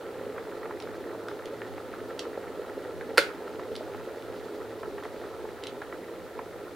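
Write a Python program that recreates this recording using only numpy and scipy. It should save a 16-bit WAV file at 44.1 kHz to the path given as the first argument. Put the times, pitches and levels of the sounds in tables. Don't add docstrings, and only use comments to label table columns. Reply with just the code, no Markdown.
import sys
import numpy as np
from scipy import signal
from scipy.fft import rfft, irfft, next_fast_len
from scipy.io import wavfile
from scipy.ndimage import map_coordinates

SR = 44100
rng = np.random.default_rng(int(sys.argv[2]) if len(sys.argv) > 2 else 0)


def digitize_waveform(pressure):
    field = np.atleast_2d(pressure).T
    bounded = np.clip(field, -1, 1)
    quanta = np.round(bounded * 32767).astype(np.int16)
    wavfile.write(sys.argv[1], SR, quanta)


N = 297675

# pitch_hz, level_db
FLOOR_SPECTRUM = [(20, 13), (40, 1), (62, 21), (100, 22), (160, 15.5), (400, 26), (1500, 12.5), (6000, 0),
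                  (12000, -1), (16000, -2)]
# pitch_hz, likeness (1 = identical)
FLOOR_LIKENESS = [(25, .5), (55, .1), (130, 1), (1000, 0.84), (5000, 0.32), (14000, 0.039)]
# pitch_hz, t60_s
ROOM_DECAY = [(150, 0.18), (600, 0.26), (1500, 0.36), (4500, 0.22), (10000, 0.13), (16000, 0.47)]
# pitch_hz, level_db
DRONE_SPECTRUM = [(55, -38), (73, -21), (81, 1), (88, -7), (98, -16), (125, -61), (300, -120)]
# start_s, level_db, edge_db (crack gain within the contact)
SWITCH_CONTACTS = [(3.1746, -34, 19.5), (3.1783, -17.5, 6.5), (3.1799, -9, 6), (3.189, -36, 23)]
# pitch_hz, level_db, t60_s
JUG_MODES = [(320, -13, 0.059), (474, -0.5, 0.033), (558.8, -11, 0.16), (1414, -16, 0.064),
             (1405, 1.5, 0.027), (1920, -8, 0.016), (2090, -11, 0.036), (4520, -13, 0.027)]
# pitch_hz, level_db
CRACK_SPECTRUM = [(100, -44), (200, -33), (310, -1), (600, 4.5), (1000, 0), (1450, 9.5), (2600, -1.5),
                  (3200, -6), (4300, 2), (6000, -10), (8000, -12.5), (11200, -10.5), (12500, -26),
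                  (16000, -28)]
# pitch_hz, level_db
SHELL_SPECTRUM = [(100, -19), (300, -4), (700, -8), (1000, -15), (1400, -3), (2200, 0), (3200, -2.5),
                  (4500, -2), (6000, -10.5), (9500, -15), (16000, -33)]
# start_s, level_db (peak before trim and room), pitch_hz
SHELL_TICKS = [(.801, -34, 3300), (0.823, -33, 3200), (1.284, -36, 4000), (1.456, -34, 3200),
               (2.1926, -21.5, 5200), (2.203, -37, 5400), (3.754, -29, 3600), (3.763, -26.5, 4200),
               (4.223, -39, 3000), (5.036, -40, 3500), (5.637, -26, 3500), (5.669, -26, 3300),
               (5.818, -38, 3500)]
# pitch_hz, level_db
TICK_SPECTRUM = [(400, -10), (1200, -5), (2200, -1), (3200, 4), (5300, -3), (7000, -9), (11000, -10.5),
                 (12500, -29), (16000, -31)]
# start_s, level_db (peak before trim and room), pitch_hz
BIG_GLUGS = [(0.266, -28, 474), (1.064, -25.5, 464), (1.533, -29.5, 468), (2.268, -26.5, 450),
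             (2.376, -24, 520), (2.594, -26.5, 471), (2.776, -26, 474), (3.09, -28.5, 452),
             (3.548, -32, 409), (3.716, -24, 450), (3.808, -26, 610), (4.299, -29.5, 474),
             (4.876, -28.5, 380), (5.441, -28, 466), (6.377, -28, 442)]
# start_s, level_db (peak before trim and room), pitch_hz
SURFACE_POPS = [(0.362, -35, 1140), (0.38, -31.5, 1080), (0.631, -33, 1240), (0.656, -32, 1210),
                (0.708, -30, 880), (0.873, -32.5, 1320), (1.148, -33.5, 880), (1.284, -30.5, 1290),
                (1.313, -31, 853), (1.618, -27.5, 1760), (1.78, -32.5, 1290), (2.375, -33.5, 790),
                (3.01, -31.5, 2000), (3.595, -30, 1085), (3.946, -31, 834), (4.831, -29.5, 890),
                (4.981, -33.5, 1800), (5.051, -31, 880), (5.452, -35.5, 880), (5.818, -29.5, 1690),
                (5.925, -31, 1310), (6.391, -26, 960)]
# pitch_hz, level_db
POP_SPECTRUM = [(300, -22.5), (700, 4.5), (1200, 1.5), (1900, -0.5), (2500, -9.5), (4500, -23), (8000, -45),
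                (16000, -50)]
# pitch_hz, level_db
CHURN_SPECTRUM = [(60, -41), (140, -26.5), (183, -12.5), (200, -18), (230, -9.5), (310, -4.5), (400, -1.5),
                  (480, 0.5), (530, -2), (620, -11), (850, -14.5), (1200, -41), (2500, -62.5)]
# pitch_hz, level_db
SPLASH_SPECTRUM = [(350, -22), (700, -1.5), (900, 1), (1130, -1.5), (1350, 6), (1550, -2.5), (1850, -1),
                   (2300, -9.5), (2700, -13), (4200, -10), (5200, -35), (7000, -23), (11000, -41)]
# pitch_hz, level_db
FIZZ_SPECTRUM = [(1500, -3), (2600, -5.5), (3400, -1), (4300, -0.5), (5200, -5.5), (7000, -12),
                 (11000, -18)]

TOP_HZ = 15850
STORED_HEAT_S = 1.2
HUM_HZ, HUM_DB, HUM_WAVER_DB = 113, -61, 3.5
DRONE_DB, RUMBLE_EASE_DB_PER_S = -54.5, 1.5
SHELL_CUT_HZ = 200
TICK_GAIN_DB, TICK_T60_S = -0.5, 0.0076
TICK_RING_DB, TICK_RING_T60_S = -22, 0.12
GLUG_GAIN_DB = -0.5
POP_GAIN_DB, SPRAY_DB = 2, -2
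CHURN_DB, CHURN_EASE_DB_PER_S = -40, 1.56
SPLASH_DB, SPLASH_EASE_DB_PER_S = -50, 1.14
POP_SPLASH_DB, POP_SPLASH_S = -0.5, 0.04
CLUMPS_DB, CLUMPS_PER_S = 1.5, 45
FIZZ_DB, FIZZ_GROWS_DB_PER_S, FIZZ_EASE_DB_PER_S = -64.5, 0.92, 2.5


def amp(db):
    return 10 ** (np.asarray(db) / 20)


def unit(x):
    return x / np.sqrt(np.mean(x ** 2) + 1e-20)


def along(points, hz):
    f, v = np.transpose(points)
    return np.interp(np.log(hz + 1), np.log(f), v)


def wobble(rate):
    knots = rng.standard_normal(int(N * rate / SR) + 4)
    return map_coordinates(knots, [np.arange(N) * rate / SR])


def filtered(x, response):
    m = next_fast_len(N + SR // 2)
    return irfft(rfft(x, m) * response(np.fft.rfftfreq(m, 1 / SR)), m)[..., :N]


def coloured(x, spectrum, size=4096):
    level_db = along(spectrum, np.fft.rfftfreq(size, 1 / SR))
    cepstrum = irfft(np.log(amp(level_db)))
    fold = np.r_[1, np.full(size // 2 - 1, 2), np.zeros(size // 2)]
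    impulse = irfft(np.exp(rfft(cepstrum * fold)))
    return signal.fftconvolve(x, impulse)[:len(x)]


def fade(t, t60):
    return np.exp(-np.log(1000) * t / t60)


def add(track, s, sound):
    start = round(s * SR)
    track[start:start + len(sound)] += sound[:N - start]


def bubble(t, hz, cycles, rise, swell):
    turns = hz * t
    tone = np.sin(2 * np.pi * turns * (1 + rise * turns / cycles))
    return tone * fade(turns, cycles) * (1 - np.exp(-(turns / swell) ** 2))


def swarm(rate, low_hz, high_hz, cycles, spread_db):
    when, size, strength, sign = rng.random((int(rate * N / SR), 4)).T
    hz = low_hz * (high_hz / low_hz) ** size
    strength_db = -spread_db * np.log(np.clip(strength, .02, 1))
    gain = hz * amp(strength_db) * np.sign(sign - .5)
    k = np.arange(int(SR * cycles / low_hz))
    grains = gain[:, None] * bubble(k / SR, hz[:, None], cycles, rise=0.049, swell=0.28)
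    places = (when * N).astype(int)[:, None] + k
    return np.bincount(places.ravel(), grains.ravel(), N)[:N]


def cooling_time():
    return np.maximum(np.arange(N) / SR - SWITCH_CONTACTS[0][0] - STORED_HEAT_S, 0)


def in_room(x, wet_db, width):
    hz, t, z = signal.stft(rng.standard_normal((2, SR // 2)), SR, nperseg=256)
    decaying = z * fade(t, along(ROOM_DECAY, hz)[:, None])
    tail = signal.istft(decaying, SR, nperseg=256)[1]
    t = np.arange(tail.shape[1]) / SR
    tail *= (1 - np.exp(-(t / 0.0026) ** 2)) * (1 + 0.67 * fade(t, 0.35))
    mid, side = signal.fftconvolve(x[None], tail / np.linalg.norm(tail[0]), axes=1)[:, :N]
    side = width * filtered(side, lambda hz: hz / np.hypot(hz, 1500))
    return x + amp(wet_db) * np.array([mid + side, mid - side])


def background():
    def mid_side(hz):
        turn = np.arccos(np.clip(along(FLOOR_LIKENESS, hz), -1, 1)) / 2
        return amp(along(FLOOR_SPECTRUM, hz)) * [np.cos(turn), np.sin(turn)]
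    mid, side = filtered(rng.standard_normal((2, N)), mid_side)
    return amp(-49.0) * unit(np.array([mid + side, mid - side]))


def rumble():
    hum_phase = 2 * np.pi * HUM_HZ * np.arange(N) / SR + 2.3 * wobble(13)
    hum = amp(HUM_DB + HUM_WAVER_DB * wobble(7)) * np.sin(hum_phase)
    drone = amp(DRONE_DB) * unit(coloured(rng.standard_normal(N), DRONE_SPECTRUM))
    return amp(-RUMBLE_EASE_DB_PER_S * cooling_time()) * np.array([hum + drone, hum - drone])


def ticks():
    track, t = np.zeros(N), np.arange(SR // 8) / SR
    for s, db, hz in SHELL_TICKS:
        snap = rng.standard_normal(len(t)) * fade(t, TICK_T60_S) * (1 - np.exp(-t / 0.0011))
        ring = amp(TICK_RING_DB) * rng.standard_normal(len(t)) * fade(t, TICK_RING_T60_S)
        pitched = signal.lfilter(*signal.iirpeak(hz, 1.5, fs=SR), snap + ring)
        tick = coloured(1.1 * snap + pitched, TICK_SPECTRUM)
        add(track, s, amp(db + TICK_GAIN_DB) * tick / np.abs(tick).max())
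    return track


def switch():
    track, t = np.zeros(N), np.arange(SR // 2) / SR
    ring = np.zeros(len(t))
    for hz, db, t60 in JUG_MODES:
        ring += amp(db) * fade(t, t60) * np.sin(2 * np.pi * (hz * t + rng.random()))
    ring *= 1 - np.exp(-t / 0.00069)
    for s, db, edge_db in SWITCH_CONTACTS:
        crack = coloured(rng.standard_normal(len(t)) * fade(t, 0.019), CRACK_SPECTRUM)
        shell = coloured(rng.standard_normal(len(t)) * fade(t, 0.23), SHELL_SPECTRUM)
        add(track, s, amp(db) * (ring + amp(edge_db) * crack + amp(-10.0) * shell))
    high_pass = signal.butter(3, SHELL_CUT_HZ, "high", fs=SR, output="sos")
    return signal.sosfilt(high_pass, track)


def glugs():
    track, t = np.zeros(N), np.arange(SR // 10) / SR
    for s, db, hz in BIG_GLUGS:
        glug = bubble(t, hz, cycles=10.2, rise=0.026, swell=1.05)
        add(track, s, amp(db + GLUG_GAIN_DB) * glug / np.abs(glug).max())
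    return track


def pops():
    track, t = np.zeros(N), np.arange(SR // 10) / SR
    for s, db, hz in SURFACE_POPS:
        spray = coloured(rng.standard_normal(len(t)) * fade(t, 0.033), POP_SPECTRUM)
        spray = signal.lfilter(*signal.butter(2, 2 * hz, fs=SR), spray)
        tone = bubble(t, hz, cycles=18, rise=0.029, swell=0.39)
        pop = tone + amp(SPRAY_DB) * spray / np.abs(spray).max()
        add(track, s, amp(db + POP_GAIN_DB) * pop / np.abs(pop).max())
    return track


def fizz():
    build_up_db = FIZZ_GROWS_DB_PER_S * np.arange(N) / SR
    level_db = FIZZ_DB + build_up_db - FIZZ_EASE_DB_PER_S * cooling_time() + 1.9 * wobble(60)
    return amp(level_db) * unit(coloured(rng.standard_normal(N), FIZZ_SPECTRUM))


def splash():
    t = np.arange(N) / SR
    after_pops = [(t > s) * np.exp(-np.abs(t - s) / POP_SPLASH_S) for s, db, hz in SURFACE_POPS]
    pop_splash_db = POP_SPLASH_DB * np.max(after_pops, axis=0)
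    clumps_db = CLUMPS_DB * wobble(CLUMPS_PER_S)
    level_db = SPLASH_DB - SPLASH_EASE_DB_PER_S * cooling_time() + pop_splash_db + clumps_db
    drops = unit(swarm(rate=500, low_hz=604, high_hz=2920, cycles=9.7, spread_db=3.5))
    bed = amp(5.0) * rng.standard_normal(N)
    return amp(level_db) * unit(coloured(drops + bed, SPLASH_SPECTRUM))


def churn():
    level_db = CHURN_DB - CHURN_EASE_DB_PER_S * cooling_time() + 0.4 * wobble(6.4)
    bubbles = swarm(rate=1400, low_hz=150.5, high_hz=1098, cycles=9.5, spread_db=1.4)
    return amp(level_db) * unit(coloured(bubbles, CHURN_SPECTRUM))


def scene():
    boil = churn() + splash() + fizz()
    water = in_room(boil + glugs() + pops(), wet_db=-11.5, width=0.92)
    shell = in_room(ticks(), wet_db=-5.0, width=0.67) + in_room(switch(), wet_db=-9.0, width=0.99)
    return (water + shell) * amp([[-.7], [.7]]) + rumble() + background()


def record(dry):
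    held = dry / (1 + np.abs(dry / .85) ** 6) ** (1 / 6)
    return filtered(held, lambda hz: hz < TOP_HZ)


dry = scene()
out = record(dry)
digitize_waveform(out)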